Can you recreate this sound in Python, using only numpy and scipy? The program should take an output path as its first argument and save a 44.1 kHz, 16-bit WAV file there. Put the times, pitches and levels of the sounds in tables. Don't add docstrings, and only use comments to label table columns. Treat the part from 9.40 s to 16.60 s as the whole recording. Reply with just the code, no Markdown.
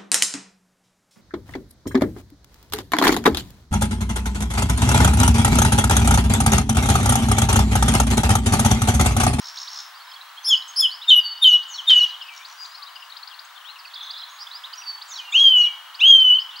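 import sys
import numpy as np
from scipy import signal
from scipy.fft import rfft, irfft
from scipy.io import wavfile
from scipy.ndimage import uniform_filter1d, minimum_filter1d

SR = 44100
rng = np.random.default_rng(int(sys.argv[2]) if len(sys.argv) > 2 else 0)


def ratio_of_db(decibels):
    return 10 ** (np.asarray(decibels, float) / 20)


def int16_out(signal):
    q = np.round(np.clip(np.atleast_2d(signal).T, -1, 1) * 32767)
    wavfile.write(sys.argv[1], SR, q.astype(np.int16))


N = 317520

# t/s, level/dB
MOTIFS = [(2.045, -36), (2.273, -37.5), (2.53, -37), (5.67, -37.5), (5.905, -36.5), (6.15, -39.5)]
# t/s, length/s, pitch factor, level/dB
SLURS = [
    (1.068, .085, 1.001, 1),
    (1.392, .077, .999, -2),
]
# t/s, length/s, throb period/s, level/dB
DROPS = [
    (1.7031, 0.11, 0.05, 1.15),
    (2.0419, 0.15, 0.066, -0.3),
    (2.496, 0.1738, .053, -0.86),
]
GRACE_S = .03


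def span(s, length):
    start = int(s * SR)
    at = np.arange(start, min(start + int(length * SR), N))
    return at, (at - start) / (length * SR)


def phase(hz):
    return 2 * np.pi * np.cumsum(hz) / SR


def walk(rate):
    k = int(SR / rate)
    steps = np.repeat(rng.standard_normal(N // k + 1), k)
    return 1.9 * uniform_filter1d(uniform_filter1d(steps, k), k)[:N]


def band(x, lo_hz, hi_hz):
    return signal.sosfilt(signal.butter(2, [lo_hz, hi_hz], "band", fs=SR, output="sos"), x)


def on_log(table, hz):
    table_hz, db = np.transpose(table)
    return np.interp(np.log(hz + 1), np.log(table_hz), db)


def pan(x, left_minus_right_db):
    half_db = np.asarray(left_minus_right_db) / 2
    return np.array([x * ratio_of_db(half_db), x * ratio_of_db(-half_db)])


def trees(x, db, t60, gap, sparse_db):
    t = np.arange(SR) / SR
    uneven = ratio_of_db(sparse_db * np.minimum(rng.standard_exponential(SR), 4))
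    shape = ratio_of_db(-60 * t / t60) * np.clip(t / gap, 0, 1) * uneven
    mid, side = shape * rng.standard_normal((2, SR))
    response = np.array([mid + 0.36 * side, mid - 0.17 * side]) / np.sqrt(np.sum(mid ** 2))
    return ratio_of_db(db) * signal.fftconvolve(np.atleast_2d(x), response, axes=1)[:, :N]


def warble(rows, rate_hz, swing_hz, settle, throb, octave_db, reach, bend, ragged):
    out, stray = np.zeros(N), walk(200)
    for s, length, start_hz, end_hz, db in rows:
        at, u = span(s, length)
        shake = np.sin(phase(rate_hz * (1 + .3 * u + ragged * stray[at])))
        glide_hz = start_hz + (end_hz - start_hz) * np.minimum(u / reach, 1) ** bend
        stray_hz = 35 * stray[at] - 120 * u ** 3
        angle = phase(glide_hz + stray_hz + swing_hz * (1 - settle * u) * shake)
        edges = np.clip(np.minimum(7 * u, 6 * (1 - u)), 0, 1)
        swell = (0.068 + 1.71 * u) * edges * (1 + throb * u * shake)
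        over = (1 + 0.49 * shake) ** 2 * (np.sin(2 * angle) + ratio_of_db(-17.0) * np.sin(3 * angle))
        out[at] += ratio_of_db(db) * swell * (np.sin(angle) + ratio_of_db(octave_db) * over)
    return out


def chirps(calls):
    out, flutter = np.zeros(N), ratio_of_db(1.7 * walk(120))
    for s, length, start_hz, end_hz, db in calls:
        mid_hz = start_hz + .63 * (end_hz - start_hz)
        at, u = span(s - .002, length + .004)
        v = (2 * u - 1) * (1 + .004 / length)
        hz = mid_hz + (end_hz - start_hz) / 2 * v + ((start_hz + end_hz) / 2 - mid_hz) * v ** 2
        out[at] += ratio_of_db(db + 6) * np.sin(np.pi * u ** 1.15) * np.sin(phase(hz))
    return out * flutter + ratio_of_db(-12) * np.roll(out, int(.009 * SR)) * flutter[::-1]


def hush():
    # f/Hz, level/dB per Hz
    colour = [(59, -90), (100, -68), (166, -47.5), (502, -25.5), (768, -7), (1030, 1), (1550, -2),
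              (2470, -10.5), (3120, -8), (4290, -12), (4670, -16), (8640, -23.5), (12900, -23),
              (14700, -27.5), (16000, -23.5)]
    # f/Hz, side minus mid/dB
    width = [(300, -19.5), (1000, -12), (3000, -3.5), (6500, -4), (9000, -13.5), (15000, -11)]
    hz = np.fft.rfftfreq(N, 1 / SR)
    mid, side = (irfft(rfft(rng.standard_normal(N)) * ratio_of_db(on_log(colour, hz) + db), N)
                 for db in (0, on_log(width, hz)))
    level_db = -47 + .35 * walk(1.5)
    gain = ratio_of_db(level_db) / np.std(band(mid, 500, 2200))
    whine = ratio_of_db(-60.5) * np.sin(phase(np.full(N, 15625)))
    return gain * np.array([ratio_of_db(.5) * (mid + side), ratio_of_db(-1.0) * (mid - side)]) + pan(whine, 6)


def crack():
    out = np.zeros(N)
    at, u = span(2.502, 0.032)
    out[at] = ratio_of_db(-14) * np.exp(-u / 0.22) * rng.standard_normal(len(at))
    out = band(band(out, 910, 5540), 790, 6800)
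    return pan(out, 6) + trees(out, db=0.0, t60=0.69, gap=0.0063, sparse_db=-0.5)


def rattles():
    # t/s, length/s, rate/clicks per s, level/dB, bird 0 or 1
    bursts = [
        (0, .022, 69.5, -49, 0),
        (0.025, 0.074, 69.5, -41, 0),
        (0.141, 0.097, 69.5, -40.5, 0),
        (0.285, 0.12, 69.5, -40.5, 0),
        (2.922, 0.064, 75, -42, 1),
        (3.071, 0.062, 75, -41.5, 1),
        (3.203, 0.069, 71, -42, 1),
    ]
    # f/Hz, width/Hz, level/dB
    throats = [
        [(4300, 1300, -8), (5400, 370, -4.5), (6330, 470, -7.5)],
        [(4600, 690, -10.5), (6000, 760, -9), (6810, 380, -11)],
    ]
    rise_share = (.2, .1)
    ticks, ring, wander = np.zeros((2, N)), np.zeros(N), walk(140)
    for s, length, rate, db, bird in bursts:
        bird = round(bird)
        at, u = span(s, length)
        late = (u * length * rate % 1) / rise_share[bird]
        puff = ratio_of_db(db) * (0.27 + u ** 0.58) * late * np.exp(1 - late)
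        ticks[bird, at] += puff * rng.standard_normal(len(at))
        if bird == 0:
            ring[at] += puff * np.sin(phase(5400 - 150 * (late - 1) + 110 * wander[at]))
    throat = sum(ratio_of_db(db) * band(x, hz - width / 2, hz + width / 2)
                 for x, modes in zip(ticks, throats) for hz, width, db in modes)
    return ratio_of_db(7) * ring + ratio_of_db(21.0) * throat


def trills():
    # length/s, start f/Hz, end f/Hz, level/dB
    trill = (0.0734, 7548, 5747.5, -1.4)
    length, start_hz, end_hz, trill_db = trill
    rows = [(s, length, start_hz, end_hz, db + trill_db) for s, db in MOTIFS]
    return warble(rows, rate_hz=175, swing_hz=520, settle=.8, throb=.4,
                  octave_db=-50, reach=1, bend=1.0, ragged=.1)


def place(starts, shape):
    return [(s + late, length, a_hz, b_hz, db + part_db)
            for s, db in starts for late, length, a_hz, b_hz, part_db in shape]


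def zigzag():
    # t/s, level/dB
    turns = [(4.495, -50), (4.55, -40.5), (4.603, -38.5), (4.665, -39), (4.732, -38.5), (4.845, -49),
             (4.878, -53)]
    # t after its start/s, length/s, start f/Hz, end f/Hz, level/dB
    turn = [
        (.002, 0.0148, 4256, 3280, 1.5),
        (.024, 0.018, 3120, 3700, -4.5),
        (.038, 0.0177, 3700, 4300, -5),
    ]
    return chirps(place(turns, turn))


def twitter():
    calls = []
    for s, pitch, up in rng.random(size=(120, 3)):
        hz = 3000 + pitch * 1500
        calls.append((s * N / SR, .016, hz, hz + 700 * (2 * up - 1), -58))
    return calls


def far_calls():
    # t/s, length/s, start f/Hz, level/dB
    sweeps = [(.169, .019, 3040, -37.5), (.273, .018, 3050, -39), (.527, 0.045, 3400, -53.5),
              (1.124, 0.015, 3480, -40), (1.709, 0.017, 4150, -48), (1.976, .008, 4240, -46),
              (2.063, .018, 4200, -43), (2.219, 0.019, 3304, -41), (2.687, .014, 4007, -44.5),
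              (3.045, 0.0187, 3090, -41), (3.419, 0.023, 3430, -43.5), (3.766, 0.0083, 3150, -39.5),
              (3.874, .006, 3520, -39), (3.99, .009, 3420, -42), (4.535, 0.015, 3310, -39.5),
              (4.7, .017, 3220, -38.5), (4.987, .01, 3490, -46), (5.326, 0.016, 3800, -38.5),
              (5.615, 0.014, 3210, -36), (5.774, .01, 4120, -35), (6.543, .016, 3520, -40),
              (6.799, 0.013, 3640, -42.5), (7.152, 0.027, 3520, -40.5)]
    lifts = [(.614, 0.016, 3990, -53), (.731, 0.019, 3750, -46), (.884, 0.013, 3730, -57),
             (3.343, .018, 3820, -42), (3.247, 0.015, 3230, -40.5), (3.697, 0.013, 3620, -45),
             (3.827, .012, 3870, -43), (3.939, 0.013, 3900, -43), (6.946, 0.0072, 4100, -44)]
    rises = [(.667, .017, 3400, -47.5), (.809, 0.011, 3570, -43), (1.22, 0.0074, 3640, -39),
             (1.611, 0.031, 3100, -40), (2.704, 0.012, 3810, -41.5), (3.461, 0.023, 3450, -44),
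             (3.72, 0.0087, 3620, -42), (4.785, 0.03, 3380, -40.5), (4.76, .012, 3770, -41),
             (4.83, .015, 3700, -41.5), (5.105, 0.017, 2940, -47), (5.235, 0.027, 2920, -38.5)]
    pips = [
        (4.16, 0.01, 3450, -45.5),
        (5.069, 0.0073, 3152, -36),
        (7.1, .024, 3000, -43),
    ]
    # t/s, length/s, start f/Hz, level/dB
    falls = [(0.716, 0.0095, 3400, -46.5), (0.761, 0.013, 3500, -51), (1.637, 0.014, 3210, -40.5),
             (2.74, 0.01, 3490, -38), (2.808, 0.019, 3500, -34), (2.88, 0.017, 3160, -40.5),
             (2.965, 0.016, 5900, -46), (3.376, 0.012, 5100, -48), (3.485, 0.01, 3300, -48),
             (3.558, 0.011, 3190, -40.5), (3.622, .01, 3130, -41), (4.207, 0.015, 3410, -56),
             (4.288, 0.013, 3080, -49), (4.356, 0.016, 3130, -43), (4.446, 0.014, 3010, -45.5),
             (4.172, 0.011, 3500, -47.5), (5.258, 0.017, 3520, -46), (5.338, 0.012, 3110, -54),
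             (5.414, 0.015, 3080, -45.5), (5.574, 0.016, 3670, -50), (5.716, 0.0081, 3800, -39.5)]
    # t later/s, length/s, start f/Hz, end f/Hz, level/dB
    motif_tail = [
        (0.052, 0.075, 5604, 5480, -9.5),
        (.064, 0.018, 4240, 4470, 0),
        (0.082, .018, 4400, 3800, -1.5),
        (0.103, .036, 3650, 2915, 4),
    ]
    # t/s, level/dB
    phrases = [
        (1.823, -29),
        (5.443, -33),
    ]
    # t from its held note/s, length/s, start f/Hz, end f/Hz, level/dB
    phrase_lead = [
        (-.332, .074, 3520, 5310, -10.5),
        (-.03, 0.048, 5130, 4500, -15.5),
        (0, .12, 4600, 4488, -2.8),
    ]
    # t/s, length/s, start f/Hz, end f/Hz, level/dB
    high_calls = [(0.668, .09, 5110, 5190, -52.5), (1.027, 0.017, 6130, 6100, -47.5),
                  (1.148, .012, 3660, 4470, -44), (1.16, 0.028, 4100, 5400, -37.5),
                  (1.276, 0.012, 7200, 7950, -52), (1.278, 0.033, 6200, 6610, -43),
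                  (2.812, 0.019, 3830, 5400, -45), (2.824, .022, 5260, 5350, -54),
                  (2.868, 0.0093, 4600, 4930, -49), (2.85, .3, 7700, 8090, -75),
                  (3.167, 0.13, 4924, 4800, -43.5), (3.55, 0.017, 4520, 5060, -47),
                  (4.382, 0.03, 5800, 4250, -46), (4.626, 0.012, 6170, 6220, -49),
                  (4.645, 0.059, 6330, 6240, -59.5), (4.629, .012, 4700, 5400, -53),
                  (4.772, .02, 3900, 5350, -42.5), (4.8, 0.023, 5200, 5250, -56),
                  (4.817, 0.013, 3590, 3100, -41), (4.886, .011, 5250, 6000, -56),
                  (4.892, 0.024, 6470, 6580, -50.5), (4.919, 0.065, 6600, 6620, -58),
                  (4.993, 0.041, 4900, 5780, -47), (4.997, 0.043, 4370, 5160, -39),
                  (5.354, .006, 5200, 6960, -47), (5.367, 0.05, 5620, 5780, -40),
                  (5.92, .018, 3200, 3800, -34), (5.923, 0.024, 6840, 8500, -55.5),
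                  (6.03, 0.099, 4850, 4770, -47), (6.602, 0.0098, 5020, 5530, -49.5),
                  (6.675, 0.015, 3710, 4950, -48), (6.985, 0.027, 3800, 5350, -42),
                  (7.008, .024, 3900, 5700, -47), (7.183, 0.019, 3900, 5450, -41.5)]
    low_calls = [(2.86, 0.1, 2450, 2290, -52), (2.97, .07, 2100, 2446, -51), (2.8, 0.13, 2680, 2520, -53.5),
                 (2.955, 0.023, 3000, 3970, -50), (3.02, .025, 3700, 3480, -53),
                 (3.52, 0.029, 3800, 4500, -55), (.75, .03, 3450, 3260, -53),
                 (.966, 0.029, 2970, 3400, -46.5), (0.892, .012, 2650, 2900, -62),
                 (3.37, 0.11, 1252, 1084, -51), (4.9, 0.024, 4450, 3100, -50),
                 (3.9, 0.044, 3960, 2600, -47), (4.24, 0.049, 2650, 3820, -45.5),
                 (4.28, 0.044, 3750, 4330, -44.5), (5.105, .03, 3490, 4330, -50),
                 (6.59, .03, 2685, 4050, -31), (5.332, 0.0093, 3262, 2900, -43),
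                 (5.78, 0.077, 2570, 2400, -54), (5.82, 0.1, 2882, 2770, -48),
                 (6.13, 0.26, 2600, 2222, -49.5), (7.115, 0.048, 3046, 2700, -47.5)]
    faint_calls = [(.573, 0.009, 4470, 5000, -51), (0.6, 0.014, 3860, 4580, -50),
                   (2.44, 0.039, 5050, 4750, -60), (2.625, 0.023, 5300, 4750, -54),
                   (2.655, .035, 4760, 4500, -55), (3.043, 0.009, 4300, 4900, -55),
                   (3.35, .01, 5050, 5400, -48), (3.535, .035, 4360, 4450, -55),
                   (3.302, 0.037, 4680, 5040, -50), (.635, .04, 5400, 5150, -58),
                   (0.713, .01, 4200, 4900, -52), (.955, .022, 3500, 4350, -54.5),
                   (3.297, 0.048, 4420, 3880, -57), (3.494, 0.036, 5230, 4400, -52),
                   (3.6, .03, 5550, 4760, -56.5), (3.63, .045, 4780, 4850, -55),
                   (4.046, .015, 6500, 6530, -56.5), (4.047, .012, 7650, 7700, -62),
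                   (4.381, .012, 3500, 5000, -59), (5.467, .025, 4800, 5400, -54),
                   (5.484, .04, 3700, 4300, -56), (5.525, .012, 3600, 4700, -51),
                   (5.655, .022, 6000, 5700, -58), (5.704, .012, 4800, 5400, -47),
                   (7.094, .035, 6300, 5314, -60), (7.103, .015, 3100, 3850, -47),
                   (7.12, .025, 3750, 3570, -53), (6.69, .035, 4800, 4900, -54.5),
                   (6.598, .025, 5900, 6700, -49.5), (3.651, .013, 5700, 5820, -55),
                   (4.143, .012, 3190, 2720, -62), (4.145, 0.011, 4030, 4550, -55),
                   (4.253, .025, 6000, 5400, -62), (4.45, .014, 4020, 5000, -48),
                   (4.469, 0.02, 4550, 4370, -45.5)]
    climbs = [(s, length, hz, top_hz, db)
              for rows, top_hz in ((sweeps, 5050), (lifts, 4580), (rises, 4190), (pips, 3586))
              for s, length, hz, db in rows]
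    sag_hz_per_s = 37000
    sags = [(s, length, hz, hz - sag_hz_per_s * length, db) for s, length, hz, db in falls]
    songbird = place(MOTIFS, motif_tail) + place(phrases, phrase_lead)
    return [*twitter(), *climbs, *sags, *songbird, *high_calls, *low_calls, *faint_calls]


def chorus():
    # t/s, left minus right/dB
    places = [(0.0, -5), (2.87, 3), (4.25, 9), (4.47, -3.5), (7.2, 0.5)]
    pan_db = np.interp(np.arange(N) / SR, *np.transpose(places))
    calls = pan(chirps(far_calls()), pan_db)
    rough = trills() + rattles() + zigzag()
    calls_echo = trees(calls, db=-8.0, t60=0.55, gap=0.0032, sparse_db=-2.0)
    rough_echo = trees(rough, db=-3.0, t60=0.38, gap=0.011, sparse_db=2.0)
    return calls + calls_echo + rough + rough_echo


def song():
    # share of the note 0-1, pitch f/Hz, level/dB
    slur = [(0, 3150, -40.5), (.2, 3556, -32.5), (.48, 3370, -17.5), (.56, 3250, -15.5), (.88, 2980, -14),
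            (1, 2884, -24)]
    grace = [(0, 3720, -44), (.4, 3657, -19), (.85, 3630, -7.5), (1, 3630, -15.5)]
    drop = [(0, 3250, -10), (.09, 3069, -9.5), (.4, 2952, -12), (.68, 2919, -12), (.9, 2950, -16.5),
            (1, 2934, -27.5)]
    # t/s, pitch f/Hz, level/dB
    arches = [
        [(5.924, 2219, -39.5), (5.954, 2870, -11.5), (5.972, 3186, -14.5), (6.022, 3301, -10.5),
         (6.06, 3196, -9), (6.112, 3087, -16.5), (6.16, 2966, -14.5), (6.244, 2883, -13.5), (6.275, 2939, -22)],
        [(6.603, 2264, -37), (6.616, 2662, -16), (6.638, 3020, -12.5), (6.678, 3300, -9.5), (6.73, 3183, -6.5),
         (6.83, 3068, -16.5), (6.92, 2932, -12.5), (6.968, 3103, -19.5), (6.995, 2960, -26.5)],
    ]

    def sing(shape, s, length, factor, db):
        return [(s + u * length, hz * factor, at_db + db) for u, hz, at_db in shape]

    slurs = [sing(slur, *row) for row in SLURS]
    graces = [sing(grace, s - GRACE_S, GRACE_S, 1, db) for s, _, _, db in DROPS]
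    drops = [sing(drop, s, length, 1, db) for s, length, _, db in DROPS]
    return [*slurs, *graces, *drops, *arches]


def thrush():
    # f/Hz, level/dB
    beak = [(5000, -28.5), (5900, -39.5), (6500, -30), (7000, -24.5), (7300, -39), (9000, -58),
            (9800, -48.5), (11000, -50), (11800, -36.5), (13000, -46.5), (13800, -61.5)]
    # t/s, length/s, start f/Hz, end f/Hz, level/dB
    buzzes = [
        (1.038, 0.064, 4110, 5260, -20),
        (1.355, 0.065, 4150, 5213, -16),
    ]
    # extra dB on the second, third and fourth partials
    grace_open_db, slur_open_db, drop_open_db = (7, 20, -2), (15, 4.5, -1), (-6.5, 8, 1)
    throb_db, throb_s, throb_hz = 8, .008, 69.9
    t = np.arange(N) / SR
    hz, size, open_db = np.full(N, 3000.), np.zeros(N), np.zeros((3, N))
    for s, length, _, _ in SLURS:
        at, u = span(s, length)
        open_db[:, at] = np.outer(slur_open_db, np.clip(1.7 - 2.64 * u, -.6, 1))
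    for note in song():
        s, pitch_hz, db = np.transpose(note)
        at = np.arange(int(s[0] * SR), int(s[-1] * SR) + 1)
        hz[at] = np.interp(at / SR, s, pitch_hz)
        size[at] = ratio_of_db(np.interp(at / SR, s, db))
    for s, length, period, _ in DROPS:
        at, u = span(s, length)
        from_dip_s = ((u * length / period + .5) % 1 - .5) * period
        dip = np.exp(-(from_dip_s / throb_s) ** 2) * (u * length > period / 2)
        hz[at] -= throb_hz * dip
        size[at] *= ratio_of_db(-throb_db * dip)
        open_db[:, span(s - GRACE_S, GRACE_S)[0]] = np.c_[list(grace_open_db)]
        open_db[:, at] = np.outer(drop_open_db, (1 - u) ** 2)
        size *= 1 - .85 * np.exp(-((t - s + .0022) / .0018) ** 2)
        hz += 518.5 * np.exp(-((t - s + .0008) / .0016) ** 2)
    hz = uniform_filter1d(hz, size=60) * (1 + 0.0016 * walk(90))
    size = np.sqrt(2) * uniform_filter1d(size, size=70)
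    angle = phase(hz)
    tone = size * np.sin(angle)
    upper = np.zeros(N)
    for k in range(2, 5):
        gape_db = uniform_filter1d(open_db[k - 2], size=100)
        upper += size * ratio_of_db(on_log(beak, k * hz) + gape_db + 3.96 * walk(40)) * np.sin(k * angle)
    air = ratio_of_db(-34.0) * size * band(rng.standard_normal(N), 2300, 4800)
    buzz = warble(buzzes, rate_hz=140, swing_hz=390, settle=0.87, throb=0.11,
                  octave_db=-17.5, reach=0.28, bend=.6, ragged=0.16)
    sums = ratio_of_db(5.0) * band(tone * buzz, 6200, 8300) + ratio_of_db(24.5) * band(upper * buzz, 10870, 12800)
    return tone + upper + air + buzz + sums


def scene():
    bird = thrush()
    direct = pan(ratio_of_db(1.0) * bird, .9)
    flutter = trees(band(bird, 900, 12500), db=-6.5, t60=0.26, gap=0.0019, sparse_db=13.0)
    woods = trees(band(bird, 1500, 7500), db=-25, t60=1.3, gap=0.092, sparse_db=1.5)
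    return direct + flutter + woods + chorus() + crack() + hush()


def band_limit(x):
    return signal.sosfilt(signal.butter(12, 16980, fs=SR, output="sos"), x)


def record(dry):
    thin = signal.sosfilt(signal.butter(4, 450, "high", fs=SR, output="sos"), dry)
    thin = signal.sosfilt(signal.ellip(8, .2, 60, 15850, fs=SR, output="sos"), thin)
    peak = abs(thin).max(axis=0) + 1e-9
    room = minimum_filter1d(np.minimum(1, .9 / peak), size=400)
    mix = thin * uniform_filter1d(room, size=200)
    return band_limit(mix)


dry = scene()
out = record(dry)
int16_out(out)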